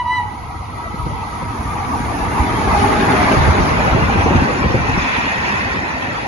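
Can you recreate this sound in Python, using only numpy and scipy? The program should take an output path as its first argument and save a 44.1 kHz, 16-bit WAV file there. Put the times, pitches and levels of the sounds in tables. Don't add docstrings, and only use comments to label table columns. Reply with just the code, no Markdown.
import sys
import numpy as np
from scipy import signal
from scipy.fft import rfft, irfft, next_fast_len
from scipy.io import wavfile
from scipy.ndimage import uniform_filter1d, map_coordinates

SR = 44100
rng = np.random.default_rng(int(sys.argv[2]) if len(sys.argv) > 2 else 0)


def waveform_to_disk(signal):
    frames = np.transpose(np.atleast_2d(signal))
    scaled = np.clip(frames, -1, 1) * 32767
    samples = np.round(scaled).astype(np.int16)
    wavfile.write(sys.argv[1], SR, samples)


N = 276507

PASS_S = 3.11
ENGINES_S = 1.25
SPEED_M_PER_S = 28.9


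def amp(db):
    return 10 ** (np.asarray(db) / 20)


def unit(x):
    return x / np.sqrt(np.mean(x ** 2) + 1e-20)


def clock():
    return np.arange(N) / SR


def bell(at_s, half_s):
    return np.exp(-.5 * ((clock() - at_s) / half_s) ** 2)


def along(points, hz):
    f, v = np.transpose(points)
    return np.interp(np.log(hz + 1), np.log(f + 1), v)


def curve(points):
    s, v = np.transpose(points)
    return np.interp(clock(), s, v)


def wobble(rate_hz):
    return map_coordinates(rng.standard_normal(int(N * rate_hz / SR) + 4), [clock() * rate_hz])


def filtered(x, response):
    size = next_fast_len(N + SR // 2)
    return irfft(rfft(x, size) * response(np.fft.rfftfreq(size, 1 / SR)), size)[..., :N]


def patchy_noise(patchy_db):
    z = signal.stft(rng.standard_normal((2, N)), nperseg=1024)[2]
    field = rng.standard_normal(z.shape[1:])
    for axis in (0, 1):
        field = uniform_filter1d(field, size=3, axis=axis)
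    return signal.istft(z * amp(patchy_db * unit(field)), nperseg=1024)[1][:, :N]


def stereo_noise(gain, alike, lag_ms, patchy_db):
    def response(hz):
        turn = np.arccos(np.clip(along(alike, hz), -1, 1)) / 2
        return gain(hz) * np.array([np.cos(turn), np.sin(turn)])

    def late(hz):
        lag_s = lag_ms / 1000 * hz ** 2 / (hz ** 2 + 380 ** 2)
        return np.exp(-2j * np.pi * hz * lag_s)

    mid, side = filtered(patchy_noise(patchy_db), response)
    return unit(np.array([filtered(mid + side, late), mid - side]))


def colour(spectrum):
    low_hz, high_hz = spectrum[0][0] / 1.2, spectrum[-1][0] * 1.2

    def gain(hz):
        above = 1 + (hz / high_hz) ** 20
        below = 1 + (low_hz / (hz + 1)) ** 20
        return amp(along(spectrum, hz)) / above / below
    return gain


# (frequency [Hz], correlation [-1 to 1])
ALIKE_AHEAD = [(60, 0.83), (300, 0.84), (560, 0.33), (900, 0.25), (1800, -0.22), (2600, 0.41),
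               (4500, -0.03), (11000, 0.52)]


def ahead(spectrum, patchy_db):
    return stereo_noise(colour(spectrum), ALIKE_AHEAD, 0, patchy_db)


# (frequency [Hz], correlation [-1 to 1])
ALIKE_BESIDE = [(250, 0.78), (450, 0.13), (1300, 0.15), (1850, 0.78), (2500, -0.1), (5200, 0.52),
                (6500, 0.29), (8400, 1)]
LAG_MS = 0.295


def beside(spectrum, patchy_db):
    return stereo_noise(colour(spectrum), ALIKE_BESIDE, LAG_MS, patchy_db)


def handover(first, second, at_s, over_s):
    share = .5 + .5 * np.tanh((clock() - at_s) / over_s)
    return np.sqrt(1 - share) * first + np.sqrt(share) * second


def shaken(x, depth_db, rate_hz):
    return x * unit(amp(depth_db * wobble(rate_hz)))


# (time [s], level [dB])
ROUGH_PATCHES = [(2.85, 3.7), (3.27, 5.3), (3.8, 0.81), (5.14, 8.9), (5.55, 8.3), (6.1, 2.1)]
SWELL_S = 0.14


def pass_by(engine_db, wagon_db, reach_m, fall_db, linger_s, rough=0):
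    t = clock()
    away_m = SPEED_M_PER_S * np.maximum(PASS_S - t, 0)
    approach_db = -fall_db * np.log2(np.hypot(1, away_m / reach_m))
    engines = np.exp(-np.maximum(t - PASS_S - ENGINES_S, 0) / linger_s)
    swell_db = sum(db * bell(s, SWELL_S) for s, db in ROUGH_PATCHES)
    return amp(wagon_db + (engine_db - wagon_db) * engines + approach_db + rough * swell_db)


def wheel_gain():
    return pass_by(engine_db=-24.5, wagon_db=-31.0, reach_m=22.3, fall_db=9.5, linger_s=1.94, rough=0.55)


# (multiple of the pitch [1], relative level [dB])
OVERTONES = [(2, -0.5), (3, -10.5), (4, -18), (5, -32), (6, -30), (8, -39)]


def pipe(hz, note, overtone_gain, waver, flutter_db=2.2, apart_rad=0.35):
    phase = 2 * np.pi * np.cumsum(hz * (1 + waver * wobble(119))) / SR
    overtones = np.zeros((2, N))
    for k, level_db in OVERTONES:
        flutter = amp(level_db + flutter_db * wobble(33.5))
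        ear_phase = apart_rad * rng.standard_normal((2, 1))
        overtones += flutter * np.sin(round(k) * phase + ear_phase)
    return np.sqrt(2) * (note * np.sin(phase) + overtone_gain * overtones)


# (time [s], share of full pressure [1])
PRESSURE = [(0, 0.87), (.025, 0.46), (.042, 0.18), (.06, 0.55), (.09, 0.68), (.135, 0.94), (.17, 0.92),
            (.2, 0.65), (.22, 0.4), (.265, 0.098)]
# (time [s], frequency [Hz])
WHISTLE_PITCH = [(0, 987), (.045, 968), (.09, 985), (.125, 996), (.16, 992), (.195, 972), (.26, 958)]
SPEAKS, OVERBLOWS = 0.96, 0.86


def main_pipe(note_db=-14.5, overtone_db=-21.5, break_db=-10, break_width=0.056, brighten=2.4):
    pressure = np.maximum(curve(PRESSURE), 0)
    broken = .5 + .5 * np.tanh((pressure - OVERBLOWS) / break_width)
    note = amp(note_db + break_db * broken) * np.minimum(pressure / SPEAKS, 1) ** 1.41
    overtone_gain = amp(overtone_db) * np.minimum(pressure, 1) ** brighten
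    return pipe(curve(WHISTLE_PITCH), note, overtone_gain, waver=0.00502)


LOW_PIPE_HZ, SAG_HZ_PER_S = 935, 330


def low_pipe(at_s=0.12, half_s=0.16, level_db=-31, overtone_db=-30):
    note = amp(level_db) * bell(at_s, half_s)
    return pipe(LOW_PIPE_HZ - SAG_HZ_PER_S * clock(), note, note * amp(overtone_db), waver=0.024)


def yard(x, t60_s):
    t = np.arange(SR) / SR
    tail = rng.standard_normal((2, SR)) * amp(-60 * t / t60_s)
    return signal.fftconvolve(x, tail / np.linalg.norm(tail[0]), axes=1)[:, :N]


def whistle():
    high, low = main_pipe(), low_pipe()
    return high + low + yard(amp(-7) * high + low, t60_s=0.56)


# (frequency [Hz], gain [dB])
GROUND = [(26, -26), (35, -10), (52, 2), (100, 3.5), (150, -5.5)]


def rumble():
    gain = pass_by(engine_db=-21.5, wagon_db=-30.5, reach_m=34.0, fall_db=8.0, linger_s=0.32)
    return gain * shaken(ahead(GROUND, patchy_db=2.0), depth_db=0.8, rate_hz=26)


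# (frequency [Hz], gain [dB])
BOGIE_AHEAD = [(160, -2.5), (225, 3), (330, -2), (400, -6), (490, -4), (570, -46)]
BOGIE_BESIDE = [(160, -2.5), (240, -1), (380, -5.5), (540, -7)]
# (frequency [Hz], gain [dB])
RAIL_AHEAD = [(590, -8), (720, 1), (820, 5.5), (960, 3), (1070, 0.5), (1250, 2), (1380, -8)]
RAIL_BESIDE = [(620, 0.34), (800, 7.4), (1000, 7), (1250, 1.6), (1450, 1.1)]
# (frequency [Hz], gain [dB])
WHEEL_FAR = [(1550, -25), (1720, -16), (1950, 14.5), (2250, 7), (2700, 0), (3300, -1.5), (4200, -2.5)]
WHEEL_CLOSER = [(1450, -3), (1800, 0.5), (2250, -0.5), (2950, -11.5), (3400, -10.5), (4200, -16)]
WHEEL_BESIDE = [(1550, -1.5), (1850, 8.5), (2200, 3), (2550, 5.5), (3050, -6), (3500, -6.5), (4200, -13.5)]
# (frequency [Hz], gain [dB])
HISS_AHEAD = [(4600, 3.5), (6800, 5), (8400, -37), (9300, -16), (9550, 9.5), (9900, 3.5), (11000, 3),
              (12000, -8.5)]
HISS_BESIDE = [(4600, 3.5), (6800, 0), (8400, -29.5), (10000, -7.5), (11300, -10.5), (12000, -14)]
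WHEEL_PATCHY_DB = 3.2


def rolling():
    bogies = handover(ahead(BOGIE_AHEAD, patchy_db=2.0), beside(BOGIE_BESIDE, patchy_db=3.0), 3.25, 0.31)
    bogie_gain = pass_by(engine_db=-19.5, wagon_db=-28.0, reach_m=25.9, fall_db=11.5, linger_s=0.64)
    out = bogie_gain * shaken(bogies, depth_db=1.0, rate_hz=46)

    rails = handover(ahead(RAIL_AHEAD, patchy_db=4.0), beside(RAIL_BESIDE, patchy_db=3.0), 3.35, 0.26)
    rail_gain = pass_by(engine_db=-18, wagon_db=-26.5, reach_m=24.6, fall_db=8.0, linger_s=0.54, rough=0.3)
    out += rail_gain * rails

    far, closer = ahead(WHEEL_FAR, WHEEL_PATCHY_DB), ahead(WHEEL_CLOSER, WHEEL_PATCHY_DB)
    approaching = handover(far, closer, 1.41, 0.097)
    wheels = handover(approaching, beside(WHEEL_BESIDE, WHEEL_PATCHY_DB), 3.74, 0.057)
    out += wheel_gain() * shaken(wheels, depth_db=0.7, rate_hz=140)

    hiss = handover(ahead(HISS_AHEAD, patchy_db=3.0), beside(HISS_BESIDE, patchy_db=5.0), PASS_S, 0.8)
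    hiss_gain = pass_by(engine_db=-37.5, wagon_db=-43.0, reach_m=36.4, fall_db=11, linger_s=0.75, rough=0.56)
    return out + hiss_gain * shaken(hiss, depth_db=0.8, rate_hz=15)


# (start [s], length [s], level [dB])
GUSTS = [(0.23, 0.016, -21.5), (0.92, 0.21, -25.5), (2.333, 0.21, -26), (2.725, 0.17, -26.5),
         (3.372, 0.162, -15), (3.584, 0.025, -15), (3.667, 0.11, -23), (3.92, 0.11, -24),
         (4.145, 0.306, -21), (4.598, 0.36, -24)]
GUST_ATTACK_S, GUST_RELEASE_S = 0.015, 0.016
GUST_ALIKE = 0.6


def gusts():
    t = clock()
    gain = np.zeros(N)
    for s, length_s, db in GUSTS:
        rise = np.clip((t - s) / GUST_ATTACK_S, 0, 1)
        gain += amp(db) * rise * np.exp(-np.maximum(t - s - length_s, 0) / GUST_RELEASE_S)
    air = stereo_noise(colour(GROUND), [(0, GUST_ALIKE)], 0, patchy_db=3.5)
    return gain * shaken(air, depth_db=3.0, rate_hz=29)


# (time [s], half length [s], frequency [Hz], bandwidth [Hz], level [dB])
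SINGING = [(1.171, 0.58, 1288, 55.3, -35), (2.1, 0.69, 1180, 55, -35.5), (2.92, 0.28, 824, 80, -32.5),
           (3.01, 0.36, 400, 55, -24), (3.31, 0.61, 632, 70.5, -26), (3.104, 0.13, 1640, 500, -24),
           (5.145, 0.18, 2460, 376, -27.5), (5.37, 0.59, 1862, 218, -24.5)]


def singing():
    out = np.zeros((2, N))
    for s, half_s, centre_hz, width_hz, db in SINGING:
        band = lambda hz: 1 / (1 + ((hz - centre_hz) / width_hz * 2) ** 2)
        alike, lag_ms = (ALIKE_BESIDE, LAG_MS) if s > PASS_S else (ALIKE_AHEAD, 0)
        out += amp(db) * bell(s, half_s) * stereo_noise(band, alike, lag_ms, patchy_db=1.5)
    return out


# (time [s], level [dB], hardness as spectral tilt of the ring [dB/octave])
THUMPS = [(0.939, -14, -2), (1.063, -12.5, -0.5), (1.419, -16.5, 3.5), (1.999, -14, -1.5),
          (3.332, -10.5, 4), (3.366, -5, -3.5), (3.409, -6, -6), (3.478, -9.5, 1.5), (3.598, -5, -3),
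          (3.917, -9, -4), (3.944, -4.5, -1.5), (3.975, -9.5, 0), (4.021, -10, -6), (4.155, -8.5, 3),
          (4.26, -5, 5), (4.305, -7.5, 3.5), (4.352, -1.5, 2), (4.417, -7.5, -1), (4.637, -8.5, 0),
          (4.657, -7, 0.5), (4.742, -3.5, 4), (4.89, -7.5, 0), (4.973, -7, -4)]
# (frequency [Hz], level [dB], decay by 60 dB [s])
THUMP_RING = [(52.3, -12, 0.11), (74, -7, 0.11), (102.6, 0, 0.1), (151.5, 2.5, 0.062), (223, 2, 0.05),
              (336.6, -1.5, 0.052), (520, -5, 0.056)]


def thumps(spread=0.099, apart_rad=0.36, push=0.33, push_s=0.0026):
    out, t = np.zeros((2, N + SR)), np.arange(SR // 3) / SR
    hz, db, t60_s = np.transpose(THUMP_RING)[:, :, None]
    rise = 1 - np.exp(-t / .005)
    u = t / push_s - 4
    shove = push * (u ** 2 - 1) * np.exp(-u ** 2 / 2)
    for s, level_db, hardness in THUMPS:
        detune, size, phase, skew = rng.standard_normal((4, len(THUMP_RING), 1))
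        decay = amp(db + hardness * np.log2(hz) + 2 * size - 60 * t / t60_s) * rise
        turn = 2 * np.pi * (hz * np.exp(spread * detune) * t + phase)
        ring = np.array([np.sum(decay * np.sin(turn + ear * apart_rad * skew), axis=0) for ear in (-1, 1)])
        start = round(s * SR)
        out[:, start:start + len(t)] += amp(level_db) * (ring / np.abs(ring).max() + shove)
    return out[:, :N]


# (time [s], half length [s], frequency [Hz], level [dB])
WHINES = [(1.6, 0.77, 953, -36.5), (2.488, 0.11, 955, -29), (2.746, .25, 632, -37.5),
          (2.88, .09, 821, -24.5), (2.821, 0.11, 850, -27), (3.235, 0.054, 721, -25)]


def whine(waver=.005, flutter_db=3.0, apart_rad=0.61):
    out = np.zeros((2, N))
    for s, half_s, hz, db in WHINES:
        phase = 2 * np.pi * np.cumsum(hz * (1 + waver * wobble(29.78))) / SR
        swell = bell(s, half_s) * amp(db + flutter_db * wobble(24.85))
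        ear_phase = apart_rad * np.array([wobble(8), wobble(8.03)])
        out += np.sqrt(2) * swell * np.sin(phase + ear_phase)
    return out


CLINK_RISE_S = 0.00099


def rattles(count=200, centre_hz=2300, t60_s=0.035, level_db=-5.5):
    out, t = np.zeros((2, N + SR)), np.arange(SR // 6) / SR
    loudness = wheel_gain()
    envelope = amp(-60 * t / t60_s) * np.tanh(t / CLINK_RISE_S)
    for when, size, pan, *pitches in rng.random((count, 7)):
        start = int(PASS_S * SR * (1 - when) + (N - 1) * when)
        hz = centre_hz * 2 ** (2 * np.array(pitches)[:, None] - 1)
        partials = np.sin(2 * np.pi * hz * t) / (1 + (hz / centre_hz) ** 4)
        ring = np.sum(partials, axis=0) * envelope
        gain = loudness[start] * amp(level_db) * size ** 2
        out[:, start:start + len(t)] += gain * np.sqrt([[pan], [1 - pan]]) * ring
    return out[:, :N]


# (time [s], level [dB])
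CLACKS = [(3.119, -20), (3.413, -21), (3.691, -24), (3.913, -24), (4.213, -23), (4.362, -19),
          (5.087, -20.5), (5.137, -23), (5.163, -22)]
# (frequency [Hz], gain [dB])
CLACK = [(1000, 6), (2300, -4.5), (3900, -6), (5000, -17.5)]


def clacks(count=340, grit_db=-3.5, decay_s=0.0066, clack_s=0.0074):
    t = clock()
    struck = sum(amp(db) * (t >= s) * np.exp(-np.abs(t - s) / clack_s) for s, db in CLACKS)
    when, size = rng.random((count, 2)).T
    starts = (PASS_S * SR * (1 - when) + N * when).astype(int)
    specks = np.bincount(starts, size ** 2, N)[:N]
    grit = signal.lfilter([1], [1, -np.exp(-1 / (decay_s * SR))], specks)
    contact = np.hanning(int(.002 * SR))
    strikes = struck + amp(grit_db) * grit * wheel_gain()
    force = signal.fftconvolve(strikes, contact / contact.sum(), 'same')
    return force * beside(CLACK, patchy_db=1)


def scene():
    return (whistle() + rumble() + rolling() + gusts() + singing()
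            + thumps() + whine() + rattles() + clacks())


# (frequency [Hz], left over right [dB])
BALANCE_DB = [(3500, 0.16), (5500, -2.1), (9500, 0)]
TOP_HZ = 12000


def record(dry):
    coloured = filtered(dry, lambda hz: amp(along(BALANCE_DB, hz) * np.array([[.5], [-.5]])))
    soft = coloured / (1 + np.abs(coloured) ** 8) ** (1 / 8)
    return filtered(soft, lambda hz: hz < TOP_HZ)


dry = scene()
out = record(dry)
waveform_to_disk(out)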